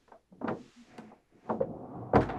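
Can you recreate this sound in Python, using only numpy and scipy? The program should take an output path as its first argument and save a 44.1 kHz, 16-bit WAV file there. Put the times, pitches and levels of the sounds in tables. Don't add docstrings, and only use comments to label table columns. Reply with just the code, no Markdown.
import sys
import numpy as np
from scipy import signal
from scipy.fft import rfft, irfft, next_fast_len
from scipy.io import wavfile
from scipy.ndimage import map_coordinates

SR = 44100
rng = np.random.default_rng(int(sys.argv[2]) if len(sys.argv) > 2 else 0)


def to_wav(sig):
    pcm = np.clip(np.atleast_2d(sig), -1, 1) * 32767
    pcm = np.round(pcm).astype(np.int16)
    wavfile.write(sys.argv[1], SR, pcm.T)


N = 105310

# t/s, level/dB, low-pass f/Hz, high-pass f/Hz
KNOCKS = [(0.079, -59, 2450, 500), (0.117, -49, 1750, 556), (0.324, -57, 1030, 120),
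          (0.413, -38, 1360, 200), (0.443, -31, 1510, 84), (0.474, -33, 1520, 170), (0.483, -31, 1990, 480),
          (0.508, -31, 730, 199), (.982, -42, 2110, 240), (1.115, -50.5, 1130, 380),
          (1.492, -34.5, 1640, 250), (1.4977, -26, 1146, 373), (1.604, -34.5, 1350, 295),
          (2.1339, -24, 1190, 380), (2.146, -24.5, 1700, 249), (2.155, -16.5, 1640, 273),
          (2.166, -20.5, 940, 110), (2.293, -35, 1530, 550)]
# f/Hz, level/dB, t60/s
PANEL_MODES = [(220.7, 4.5, 0.24), (256.4, 1.5, 0.14), (383.3, -6, 0.13), (475.9, -2, 0.26),
               (632.6, -2, 0.17), (752, -1, 0.14), (893, 0.5, 0.066), (1153, -10, 0.05),
               (1512, -7.5, 0.075)]
# f/Hz, level/dB
THUD_SPECTRUM = [(30, -11.5), (120, 5.5), (250, 4.5), (500, -1.5), (950, -6), (1700, -17.5), (3000, -21),
                 (8000, -5.5)]
# f/Hz, t60/s
ROOM_DECAY = [(50, 0.3), (200, 0.3), (500, 0.21), (1000, .2), (2500, 0.16), (9000, 0.25)]
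# t/s, level/dB, treble edge f/Hz
ROLL = [(0, -72, 589), (.27, -92.5, 577), (.36, -58, 400), (.68, -59, 400), (.74, -83, 527),
        (.93, -55.5, 702), (1.08, -57, 918), (1.29, -83, 700), (1.35, -58.5, 477), (1.42, -67.5, 773),
        (1.48, -47, 1296), (1.58, -43, 518), (1.68, -41, 556), (1.89, -45.5, 1023), (1.95, -42, 996),
        (2.12, -45.5, 1007), (2.39, -37.5, 2080)]
# f/Hz, level/dB
WHEEL_SPECTRUM = [(25, -20.5), (65, -9), (115, -0.5), (190, -0.5), (330, 1), (560, -6.5), (1100, -6.5),
                  (1700, -18.5)]
# f/Hz, width/Hz, lift/dB
WHEEL_PEAKS = [(115, 17, 4.5), (250, 27, 4), (717, 65, 9.5)]
# t/s, level/dB
JOLTS = [(1.606, -24.5)]
# f/Hz, nominal level/dB, t60/s
TRACK_MODES = [(541, -1, 0.13), (477, -0.5, 0.098), (534, -20, 0.94)]
# t/s, level/dB, low-pass f/Hz, rattle t60/s
CLINKS = [(0.4792, -48, 4270, 0.02), (0.981, -52.5, 8700, 0.013), (1.495, -53.5, 3550, 0.08),
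          (1.620, -57.5, 2860, 0.062), (2.155, -36.5, 5600, 0.052), (2.206, -38, 6020, 0.26),
          (2.289, -42, 4300, 0.18)]
# f/Hz, level/dB, t60/s
FITTING_MODES = [(1560, 2, 0.092), (2768, -2, 0.055), (4680, 1.5, 0.026)]
# f/Hz, level/dB
CRACK_SPECTRUM = [(300, -27), (1300, 11.5), (2200, 3), (2900, -5), (3600, -5), (4800, -13), (5400, -13),
                  (11000, -12)]
# t/s, level/dB
SHOVES = [(.492, -49), (1.615, -44.5), (2.138, -27), (2.17, -23)]
# f/Hz, level/dB, t60/s
WALL_MODES = [(51.7, -10, 0.64), (94.9, -9.5, 0.36), (138.4, 1.5, 0.3)]
# t/s, level/dB, length/s, centre f/Hz
GROANS = [(0.131, -55.5, 0.048, 657), (0.313, -51, 0.036, 187), (0.578, -48.5, 0.055, 252),
          (.755, -52, 0.096, 236.4), (1.0, -52.5, 0.13, 215.8), (1.508, -40.5, 0.074, 213.2),
          (1.958, -46, 0.18, 117)]
# t/s, level/dB
RUB = [(.1, -77), (.3, -93.5), (.6, -65.5), (.8, -64.5), (1.05, -74), (1.25, -90.5), (1.52, -70.5),
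       (1.68, -92.5)]
# f/Hz, level/dB
RUB_SPECTRUM = [(200, -26.5), (900, 5.5), (2700, 5.5), (7000, -0.5), (12000, -23)]
# t/s, level/dB
SCRAPE = [(.74, -96), (.92, -64), (1.11, -68), (1.23, -83.5), (1.47, -69.5), (1.6, -88.5)]
# f/Hz, level/dB
FLOOR_SPECTRUM = [(25, 3), (250, -9.5), (1200, -21.5), (9500, -33.5), (11200, -29.5), (12500, -37.5)]

PANEL_DB, CONTACT_DB, KNOCK_ROOM_DB = -5.5, 1.5, 2
CONTACT_T60_S, ROOM_RISE_S = 0.065, 0.0035
GRAINS_PER_S, GRAIN_DB = 380, -7.5
SWELLS_PER_S, SWELL_DB = 26, 0.42
BASS_EDGE_AT_0_DB_HZ, BASS_DB_PER_OCTAVE, BASS_EDGE_MAX_HZ = 6.6, 14, 190
TRACK_RISE_S, WALL_RISE_S = 0.004, 0.0075
FITTING_DB, CLINK_ROOM_DB = -9.5, -5
CHATTER_PER_S, CHATTER_DB = 400, 3
RATTLE_RISE_SHARE = 0.012
WAVERS_PER_S, WAVER_SHARE = 130, 0.038
SCRAPE_LOW_HZ, SCRAPE_HIGH_HZ = 730, 2500
FLOOR_DB, TOP_HZ = -73.5, 12500


def knocks():
    out = np.zeros(N)
    for s, db, top_hz, low_hz in KNOCKS:
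        hit = amp(PANEL_DB) * ring(PANEL_MODES)
        hit += amp(CONTACT_DB) * contact(THUD_SPECTRUM, CONTACT_T60_S)
        hit += amp(KNOCK_ROOM_DB) * room(THUD_SPECTRUM)
        hit = cut(hit, top_hz, "low", order=4)
        hit = cut(hit, low_hz, "high")
        add(out, s, amp(db) * burst(hit))
    return out


def rolling():
    level_db, top_hz = curves(ROLL)
    bumps = (rng.random(N) < GRAINS_PER_S / SR) * rng.standard_normal(N)
    rough = rng.standard_normal(N) + amp(GRAIN_DB) * unit(bumps)
    hz, t, z = signal.stft(rough, SR, nperseg=2048, noverlap=1792)

    body_db = along(WHEEL_SPECTRUM, hz)
    for centre_hz, width_hz, lift_db in WHEEL_PEAKS:
        body_db = body_db + lift_db / (1 + (2 * (hz - centre_hz) / width_hz) ** 2)

    frame_top_hz = np.interp(t * SR, np.arange(N), top_hz)
    frame_db = np.interp(t * SR, np.arange(N), level_db)
    bottom_hz = BASS_EDGE_AT_0_DB_HZ * 2 ** (-frame_db / BASS_DB_PER_OCTAVE)
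    bottom_hz = np.minimum(bottom_hz, BASS_EDGE_MAX_HZ)
    f = hz[:, None] + 1
    treble_loss = 1 + (f / frame_top_hz) ** 7
    bass_loss = 1 + (bottom_hz / f) ** 6
    gain = amp(body_db)[:, None] / np.sqrt(treble_loss * bass_loss)
    gain /= np.linalg.norm(gain, axis=0)
    rumble = signal.istft(z * gain, SR, nperseg=2048, noverlap=1792)[1][:N]
    return amp(level_db + SWELL_DB * wobble(SWELLS_PER_S, N)) * unit(rumble)


def steel():
    out, t = np.zeros(N), np.arange(SR) / SR
    track_rise = 1 - np.exp(-(t / TRACK_RISE_S) ** 2)
    for s, db in JOLTS:
        add(out, s, amp(db) * track_rise * ring(TRACK_MODES, detune=0))
    for s, db, top_hz, t60 in CLINKS:
        flutter = amp(CHATTER_DB * wobble(CHATTER_PER_S, SR))
        hit = burst(contact(CRACK_SPECTRUM, t60) * flutter)
        hit += amp(FITTING_DB) * ring(FITTING_MODES)
        hit += amp(CLINK_ROOM_DB) * room(CRACK_SPECTRUM)
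        rise = 1 - np.exp(-t / (RATTLE_RISE_SHARE * t60))
        add(out, s, amp(db) * cut(hit * rise, top_hz, "low", order=3))
    return out


def panel():
    out = np.zeros(N)
    rise = 1 - np.exp(-(np.arange(SR) / SR / WALL_RISE_S) ** 2)
    for s, db in SHOVES:
        add(out, s, amp(db) * rise * ring(WALL_MODES))
    for s, db, length_s, hz in GROANS:
        shape = swell(length_s)
        pitch_hz = hz * (1 + WAVER_SHARE * wobble(WAVERS_PER_S, len(shape)))
        tone = unit(np.sin(2 * np.pi * np.cumsum(pitch_hz) / SR))
        add(out, s, amp(db) * shape * tone)
    return out


def rubbing():
    swish = noise(RUB_SPECTRUM, N)
    scrape = cut(rng.standard_normal(N), SCRAPE_LOW_HZ, "high")
    scrape = cut(scrape, SCRAPE_HIGH_HZ, "low", order=8)
    return amp(curves(RUB)[0]) * swish + amp(curves(SCRAPE)[0]) * unit(scrape)


def room_floor():
    return amp(FLOOR_DB) * noise(FLOOR_SPECTRUM, N)


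def ring(modes, detune=.012):
    t = np.arange(SR) / SR
    chance = rng.standard_normal((len(modes), 2))
    total = np.zeros(SR)
    for k, (hz, db, t60) in enumerate(modes):
        decay = amp(db + chance[k, 0] - 60 * t / t60)
        mode_hz = hz * (1 + detune * chance[k, 1])
        total += (-1) ** k * decay * np.sin(2 * np.pi * mode_hz * t)
    return burst(total)


def contact(colour, t60):
    return burst(noise(colour, SR) * amp(-60 * np.arange(SR) / SR / t60))


def room(colour):
    hz, t, z = signal.stft(noise(colour, SR), SR, nperseg=256)
    decay = amp(-60 * t / along(ROOM_DECAY, hz)[:, None])
    tail = signal.istft(z * decay, SR, nperseg=256)[1][:SR]
    return burst(tail * (1 - np.exp(-np.arange(SR) / SR / ROOM_RISE_S)))


def swell(length_s):
    return np.sin(np.linspace(0, np.pi, int(length_s * SR)))


def wobble(rate, size):
    knots = rng.standard_normal(int(size * rate / SR) + 2)
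    return map_coordinates(knots, [np.arange(size) * rate / SR], mode="nearest")


def noise(colour, size):
    return unit(filtered(rng.standard_normal(size), lambda hz: amp(along(colour, hz))))


def filtered(x, response):
    m = next_fast_len(len(x) + SR // 4)
    return irfft(rfft(x, m) * response(np.fft.rfftfreq(m, 1 / SR)), m)[:len(x)]


def cut(x, hz, kind, order=2):
    sos = signal.butter(order, min(hz, SR * .45), kind, fs=SR, output="sos")
    return signal.sosfilt(sos, x)


def along(points, hz):
    f, v = np.transpose(points)
    return np.interp(np.log(hz + 1), np.log(f + 1), v)


def curves(rows):
    s, *cols = np.transpose(rows)
    return [np.interp(np.arange(N) / SR, s, c) for c in cols]


def add(track, s, x):
    part = track[max(round(s * SR), 0):][:len(x)]
    part += x[:len(part)]


def amp(db):
    return 10 ** (np.asarray(db) / 20)


def unit(x):
    return x / np.sqrt(np.mean(x ** 2) + 1e-20)


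def burst(x):
    return x * np.sqrt(SR / 50 / np.sum(x ** 2))


def scene():
    door = knocks() + rolling() + steel() + panel() + rubbing()
    return (door + room_floor())[None]


def record(dry):
    return filtered(dry[0], lambda hz: hz < TOP_HZ)[None]


dry = scene()
out = record(dry)
to_wav(out)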